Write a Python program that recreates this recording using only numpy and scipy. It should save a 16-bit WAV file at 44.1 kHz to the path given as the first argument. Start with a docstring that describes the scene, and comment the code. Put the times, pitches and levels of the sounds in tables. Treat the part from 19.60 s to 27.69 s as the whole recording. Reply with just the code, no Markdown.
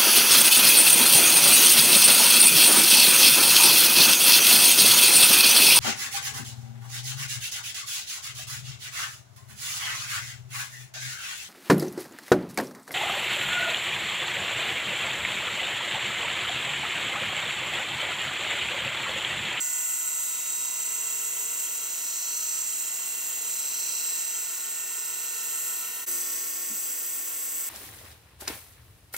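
"""In a workshop, a belt surface grinder runs, heard from the front and, after a brief fade, from the side.
Bearing balls of the contact wheel roll over a flaw in the turning inner ring: a whine of modulated harmonics.
Loose parts ring with random pitch waver, shaken by the cage and the belt lap; belt and motor fan give
filtered noise, its treble pulsed by the balls. One soft knock sums two decaying modes.
Two microphone ports a little apart receive the sound with different phase, level and reflections."""
import sys
import numpy as np
from scipy import signal
from scipy.fft import rfft, irfft, next_fast_len
from scipy.io import wavfile
from scipy.ndimage import map_coordinates

SR = 44100
rng = np.random.default_rng(int(sys.argv[2]) if len(sys.argv) > 2 else 0)


def dump_mix(stems):
    """Bounce the given channels to the path in sys.argv[1] as a 16-bit WAV at rate SR."""
    frames = np.atleast_2d(stems).T  # one column per channel
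    limited = np.clip(frames, -1, 1)  # hard clip at full scale
    pcm = np.round(limited * 32767).astype(np.int16)
    wavfile.write(sys.argv[1], SR, pcm)


N = 356769
T = np.arange(N) / SR
MOVE_S, FADE_OUT_S, FADE_IN_S = 6.46, 0.024, 0.015  # the listening place changes in a short fade
EDGE_S = 0.004  # fade-in at the very start
SIDE_ON = T > MOVE_S

# Knock modes: pitch_hz, level_db, t60_s
KNOCK_MODES = [(218, -0.5, 0.17), (275, -1, 0.13)]
KNOCK_S, KNOCK_DB = 7.1, -38.5

# Rattling guards and frame: pitch_hz, waver_hz, front_db, side_db, twice_cage_beat (log gain), belt_beat (log gain)
RATTLE_RINGS = [(274, 7, -75, -64, 0.1, 0.06), (452, 10.06, -67, -76, 0.13, 0.057),
                (479, 2.7, -75, -64.5, 0.09, 0.072), (665, 12.2, -68.5, -67.5, 0.074, 0.074),
                (986.6, 10, -62, -71.5, 0.45, 0.041), (1430, 16, -60.5, -63, 0.05, 0.034),
                (3140, 28, -64, -72, 1.5, 0.5)]
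# The loose guard's wandering ring: time_s, pitch_hz, level_db
GUARD_TRACK = [(0.0, 1344, -62), (0.47, 1319, -56), (2.7, 1339, -61), (2.75, 1296, -57), (3.4, 1335, -62.5),
               (4.93, 1345, -59), (6.26, 1334, -55), (7.19, 1368, -63), (8.09, 1360, -62)]
# Modulation of that ring: waver_hz, twice_cage_beat (log gain), belt_beat (log gain)
GUARD_BEAT = (4, 0.06, 0.5)
RATTLE_ROUGH = 0.16  # quick random swing of each ring's log gain

# Source spectrum of the belt and fan hiss: frequency_hz, front_db (per Hz), side_db (per Hz)
HISS_SPECTRUM = [(161, -100, -103), (303, -88.5, -87), (630, -92, -90), (1020, -84, -88), (1250, -89, -88),
                 (1450, -85, -84), (1700, -89, -86), (2050, -83.5, -81), (2440, -86, -86), (2750, -81, -83),
                 (3150, -82, -84), (3600, -88, -86), (4000, -82, -86), (4300, -86, -87), (4740, -87, -84),
                 (5660, -81, -82.5), (6200, -78, -76), (7000, -73.5, -72.5), (7530, -70, -70),
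                 (8800, -74.5, -72), (9600, -79, -77), (10700, -74, -73), (11100, -77, -81),
                 (15300, -78.5, -75)]
RASP_HZ = 5640  # lower edge of the pulsed treble
RASP_REPEAT = 0.76  # share of the treble that returns inverted with the next ball

# Balls passing the flaw, slipping with the load: time_s, rate_hz
BALL_PASS_RATE = [(0, 182.84), (0.4, 182.86), (1, 183.2), (1.75, 183.69), (2.3, 183.78), (3.5, 183.42),
                  (3.8, 183.2), (4.35, 182.46), (5.9, 182.42), (6.15, 183.05), (6.42, 184.35),
                  (6.62, 182.78), (6.9, 182.05), (8.09, 182.22)]
WHEEL_HZ, BALLS, BELT_TURNS = 33.62, 9, 5  # BELT_TURNS: wheel turns per belt lap

# Whine harmonics 1, 2, 3 .. of the ball rate: front_db, side_db
WHINE_LEVELS = [(-72, -73.5), (-72, -59), (-73, -69), (-68, -66.5), (-66.5, -70), (-66, -60.5), (-80, -81),
                (-60, -64), (-73, -66), (-57.5, -54), (-56, -58.5), (-68, -58.5), (-63, -81), (-60.5, -59),
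                (-48.5, -57), (-67, -62), (-82, -83), (-76, -61), (-62, -59), (-80, -80), (-59, -68),
                (-59, -61), (-63, -71), (-61.5, -80), (-63, -61.5), (-68, -65), (-61, -54), (-60, -80),
                (-62.5, -65), (-57.5, -58), (-65, -57), (-50, -47), (-47.5, -52.5), (-63, -80),
                (-53.5, -49.5), (-76, -73), (-74, -51), (-44.5, -56), (-77, -80), (-68, -58), (-46.5, -58),
                (-35, -35.5), (-42.5, -37), (-49, -77), (-55, -63), (-61.5, -71), (-66, -75), (-47, -48),
                (-80, -66), (-52, -54)]
# Sidebands, as the flaw comes and goes once a turn: harmonic (multiple of ball rate), shift (wheel rates),
# spread (wheel rates), path_scatter (0-1), receding_gain (over approaching), receding_lag (half turns)
SIDEBANDS = [(8, 0, 0.45, 0.27, 0.55, 0.95), (10, .2, .8, .3, 0.3, 0.64), (11.2, 0, 0.65, 0.43, 0.89, 1),
             (15, .9, 0.8, 0.2, 2, 0.05), (22, 1, .7, 0.19, 1.2, 0.95), (26.1, 1.5, 0.46, 0.54, 1, 1),
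             (36.5, 2, 0.81, 0.6, 1.2, 0.99), (42, 2.7, .7, .7, 1.6, 1), (47.2, 3.5, 0.6, 0.49, 0.8, 1)]
BETWEEN = 0.23  # share of the lines between the two shifted groups
CHIRP = 0.2  # radians per squared wheel rate: each beat of the whine glides upward
PATH_DRIFT_HZ = 1.247  # how quickly the sound paths of the whine lines change

# Slow drift: time_s, level_db, high_whine_db, top_hiss_db
SLOW_DRIFT = [(0, 1, 3, -0.5), (.5, -0.5, 3, 3), (1.1, 0, 2.5, -2), (1.8, 0.5, 1.5, 1), (2.3, 0, 0, -1.5),
              (3, -0.5, 3, -0.5), (3.7, 0, -1, 0), (4.4, 0.5, -0.5, -1.5), (5.2, -0.5, -2, -2.5),
              (6.1, 0, -2, 3.5), (6.44, -0.5, -8, -1), (6.49, 1, -3.5, 5), (6.9, -1, -3.5, 3),
              (7.3, -1.5, -2, 6.5), (7.7, -1.5, -4.5, 5), (8.09, -1.5, -2.5, 5)]
HIGH_WHINE_HZ, HIGH_WHINE_HALF_HZ = 7250, 810
TOP_HISS_HZ, TOP_HISS_HALF_HZ = 11600, 1730
# Tones that wax and wane on their own: pitch_hz, half_width_hz, curve (pairs of time_s, level_db)
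WAXING_TONES = [(338, 52, [(6.44, 6), (6.49, 7.5), (6.8, -2)]), (7750, 52, [(1.5, -3), (3.7, -9), (4.2, 4),
                (5.9, 2), (6.44, 0), (6.49, 9)]), (7680, 91, [(6.44, 0), (6.49, -5)]), (1008, 26, [(0, 3),
                (1.5, 3.5), (3, -9), (6, -2), (6.44, 5)]), (1463, 13, [(0, 9), (1, -4), (4.7, -6), (4.9, 4),
                (5.7, 4), (6.44, 4.5), (6.8, -10)]), (460, 49, [(0, -10), (1.1, -1.5), (1.8, 6),
                (2.6, -3.5), (3.8, 2), (4.6, -1.5), (5.3, 0), (5.85, 4), (6.3, 1)]), (1822, 26, [(0, 7.5),
                (1, -11), (2.7, -5), (3.8, 2), (4.4, -8), (4.52, 6.5), (6.2, 7), (6.44, 17), (6.49, 3),
                (8.09, -4)]), (2024, 32, [(0, 8), (2.2, 0), (2.7, -2), (3.6, -0.5), (4.2, -3), (6.2, -1),
                (6.49, -1), (8.09, -4)])]
# The grind swells as the table feeds, perhaps as holes in the bar pass the wheel, and a narrow ring swells too:
# centre_s, level_db, half_length_s, ring_hz, ring_db
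FEED_SWELLS = [(.97, 3, 0.22, 3830, 13), (2.77, 7, 0.29, 4050, 10), (4.36, 8.5, 0.32, 4010, 12),
               (5.747, 2.5, .25, 3970, 4), (6.62, 4, 0.42, 6020, 4)]
# Part each range takes in a swell: frequency_hz, share
SWELL_SHARE = [(3600, 0), (4030, 0.11), (4350, 1.34), (4800, 0.8), (5900, 0.97), (6600, 0.021),
               (7700, 0.074), (9000, 0.29)]
HISS_SWELL = 0.27  # share of a swell that the hiss follows
RING_HALF_HZ, RING_EARLY_S, RING_LONGER = 70, 0.04, 1.4  # RING_LONGER multiplies the swell's half length

ROOM_T60_S = 0.51
# Phase lead of the left port: frequency_hz, lead_rad
PORT_LEAD = [(0, 0), (2400, -.1), (2760, 1.3), (3790, .3), (5430, 0), (5940, -.6), (7840, -1.8),
             (8350, -1.1), (9040, -2.5), (9500, -3), (10300, -3.3), (10800, -4.2), (12600, -5.9),
             (13500, -6.28)]
# In the side view the lead shrinks at low frequencies: below_hz, share
SIDE_VIEW_LEAD = (6500, .4)
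# Left port over right in the front view: frequency_hz, level_db
LEFT_OVER_RIGHT = [(2400, 0.5), (4400, -.5), (8100, -1), (14000, 0.5)]
# Reflected sound of opposite sign at the two ports: frequency_hz, level_db
OPPOSED_REFLECTION = [(200, -67), (400, -25), (700, -24), (1300, -13.5), (2400, -5), (4400, -9),
                      (7500, -10), (9000, -6), (10000, -11), (12000, -0.5), (14000, -18)]

LOW_CUT_HZ, TOP_HZ = 153, 15750
SELF_NOISE_DB = -118  # per Hz: the rising low slope, extended to 100 Hz, before roll-off


def undb(db):
    """Decibels express the logarithm of an amplitude ratio."""
    return 10 ** (np.asarray(db) / 20)


def bump(x, centre, half):
    """A Gaussian curve weights a range about its centre."""
    return np.exp(-((x - centre) / half) ** 2 / 2)


def turns(hz):
    """Phase in radians is the time integral of a rate, which may move."""
    return 2 * np.pi * np.cumsum(hz + 0 * T) / SR


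def walk(rate):
    """Linear interpolation joins random levels drawn every 1 / rate seconds."""
    count = int(T[-1] * rate) + 2
    return np.interp(T * rate, np.arange(count), rng.standard_normal(count))


def noise(gain):
    """Spectral shaping gives white noise the amplitude density gain(Hz), in units per root Hz."""
    size = next_fast_len(N)
    white = rfft(rng.standard_normal(size))
    shaped = white * gain(np.fft.rfftfreq(size, 1 / SR)) * np.sqrt(SR / 2)
    return irfft(shaped, size)[:N]


def knock():
    """Modal decay: a soft blow on the bench excites damped sinusoids with a gradual onset."""
    age = np.maximum(T - KNOCK_S, 0)
    modes = 0
    for hz, db, t60 in KNOCK_MODES:
        decay = 1000. ** (-age / t60)
        modes = modes + undb(db) * np.sin(2 * np.pi * hz * age) * decay
    onset = 1 - np.exp(-age / 0.0056)
    return undb(KNOCK_DB) * onset * modes


def hiss(ball):
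    """Turbulent broadband noise: the treble rasp puffs with every ball and half cancels at the next."""
    hz, *places = np.transpose(HISS_SPECTRUM)
    front, side = (noise(lambda f: undb(np.interp(np.log(f + 1), np.log(hz), db))) for db in places)
    rush = np.where(SIDE_ON, side, front)
    high_pass = signal.butter(3, RASP_HZ, "high", fs=SR, output="sos")
    treble = signal.sosfiltfilt(high_pass, rush)
    low = rush - treble
    one_ball_before = np.interp(ball - 2 * np.pi, ball, np.arange(N))  # sample position
    treble = treble - RASP_REPEAT * map_coordinates(treble, [one_ball_before], order=3)
    flicker = 0.07 * walk(25)
    puffs = 1 + 0.071 * np.cos(ball) + 0.13 * np.cos(2 * ball) + flicker
    return low + treble * puffs


def rattle(ball):
    """Amplitude modulation: wavering rings are shaken twice a cage turn and once a belt lap."""
    cage = turns(WHEEL_HZ) - ball / BALLS
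    belt = turns(WHEEL_HZ / BELT_TURNS)
    times, *track = np.transpose(GUARD_TRACK)
    guard_hz, guard_db = (np.interp(T, times, column) for column in track)
    guard = (guard_hz, GUARD_BEAT[0], guard_db, guard_db, *GUARD_BEAT[1:])
    out = 0
    for hz, waver_hz, front_db, side_db, twice, lap in [*RATTLE_RINGS, guard]:
        ring = np.sqrt(2) * np.sin(turns(hz + waver_hz * walk(40)))
        beat = np.exp(twice * np.cos(2 * cage) + lap * np.cos(belt) + RATTLE_ROUGH * walk(45))
        level_db = np.where(SIDE_ON, side_db, front_db) + 0.63 * walk(2.0)
        out = out + undb(level_db) * beat * ring
    return out


def balls():
    """Rolling kinematics: the phase of the ball passes advances with a little slow and quick slip."""
    rate_hz = np.interp(T, *np.transpose(BALL_PASS_RATE))
    return turns(rate_hz + 0.0384 * walk(12) + 0.16 * walk(60))


def whine(ball, size=256):
    """Sideband modulation: the flaw circles with the wheel, splitting harmonics into lines a wheel rate apart."""
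    place = (turns(WHEEL_HZ) / (2 * np.pi) * size).astype(int) % size  # position within the wheel turn
    side = np.fft.fftfreq(size, 1 / size)  # sideband number
    orders, *columns = np.transpose(SIDEBANDS)
    step, tone, out = np.exp(1j * ball), 1, 0
    for k, (front_db, side_db) in enumerate(WHINE_LEVELS, 1):
        tone = tone * step
        shift, spread, scatter, receding, lag = (np.interp(k, orders, c) for c in columns)
        lines = np.maximum(bump(abs(side), shift, spread), BETWEEN * (abs(side) < shift))
        lines = lines * np.where(side < 0, receding * np.exp(1j * np.pi * lag * side), 1)
        lines = lines * np.exp(-1j * CHIRP * side ** 2)
        # each line reaches the ear by its own path through housing and walls
        path_phase = np.exp(2j * np.pi * (rng.random() + scatter * rng.random((2, size))))
        path_gain = 1 + 0.19 * rng.standard_normal((2, size))
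        turn = np.fft.ifft(lines * path_phase * path_gain) * size * np.sqrt(2) / np.linalg.norm(lines)
        # drift between two sets of paths
        mix = 1 / (1 + np.exp(0.69 * walk(PATH_DRIFT_HZ)))
        envelope = mix * turn[0, place] + (1 - mix) * turn[1, place]
        gain = np.where(SIDE_ON, undb(side_db), undb(front_db)) * (1 + 0.21 * walk(4))
        out = out + gain * (envelope * tone).real
    return out


def paths():
    """Reverberation by convolution: tones and hiss are heard straight and off the workshop walls."""
    ball = balls()
    direct = np.array([whine(ball) + rattle(ball), hiss(ball)])
    echo = rng.standard_normal(SR // 2) * 1000. ** (-T[:SR // 2] / ROOM_T60_S)
    echo = echo / np.linalg.norm(echo)
    bounced = signal.fftconvolve(direct, echo[None], axes=1)[:, :N]
    return np.array([direct, bounced])


def range_curves(hz, s, ranges):
    """Superposition in decibels: each Gaussian frequency range follows its own level curve."""
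    return sum(np.outer(bump(hz, f, half), np.interp(s, *curve)) for f, half, curve in ranges)


def colour(hz, s):
    """Time-varying filtering: dB of swells, drift and waxing tones, for tones and for hiss."""
    times, level, high, top = np.transpose(SLOW_DRIFT)
    drift = np.interp(s, times, level) + range_curves(hz, s, [
        (HIGH_WHINE_HZ, HIGH_WHINE_HALF_HZ, (times, high)), (TOP_HISS_HZ, TOP_HISS_HALF_HZ, (times, top))])
    tones = range_curves(hz, s, [(f, half, np.transpose(curve)) for f, half, curve in WAXING_TONES])
    swells = 0
    swell_share = np.interp(hz, *np.transpose(SWELL_SHARE))
    for at, swell_db, half, ring_hz, ring_db in FEED_SWELLS:
        same_view = (s > MOVE_S) == (at > MOVE_S)
        swells = swells + np.outer(swell_share, same_view * swell_db * bump(s, at, half))
        ring_curve = same_view * ring_db * bump(s, at - RING_EARLY_S, half * RING_LONGER)
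        tones = tones + np.outer(bump(hz, ring_hz, RING_HALF_HZ), ring_curve)
    return np.array([drift + swells + tones, drift + HISS_SWELL * swells])


def scene():
    """Two-port reception: phase lead, level and opposed reflections separate left from right."""
    hz, s, parts = signal.stft(paths(), SR, nperseg=1024)
    direct, bounced = (undb(colour(hz, s)) * parts).sum(axis=1)
    left_db = np.outer(np.interp(hz, *np.transpose(LEFT_OVER_RIGHT)), s < MOVE_S)
    below_hz, side_share = SIDE_VIEW_LEAD
    share = np.where(np.outer(hz < below_hz, s > MOVE_S), side_share, 1)
    lead_rad = np.interp(hz, *np.transpose(PORT_LEAD))[:, None] * share
    lead = np.exp(0.5j * lead_rad) * undb(left_db / 2)  # half on each port
    opposed = undb(np.interp(hz, *np.transpose(OPPOSED_REFLECTION)))[:, None] * bounced
    ports = np.array([direct * lead + opposed, direct / lead - opposed])
    pair = signal.istft(ports, SR, nperseg=1024)[1]
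    fade = np.clip(np.where(SIDE_ON, (T - MOVE_S) / FADE_IN_S, (MOVE_S - T) / FADE_OUT_S), 0, 1)
    return fade * np.clip(T / EDGE_S, 0, 1) * (pair[:, :N] + knock())


def record(dry):
    """Band limiting: the recorder cuts the rumble, adds its own faint low noise and cuts the top."""
    low_cut = signal.butter(4, LOW_CUT_HZ, "high", fs=SR, output="sos")
    dry = signal.sosfilt(low_cut, dry)
    dry = dry + noise(lambda f: undb(SELF_NOISE_DB) * f / 100 / (1 + (f / 150) ** 3))
    top_cut = signal.ellip(12, 0.2, 60, TOP_HZ, fs=SR, output="sos")
    return signal.sosfilt(top_cut, dry)


dry = scene()
out = record(dry)
dump_mix(out)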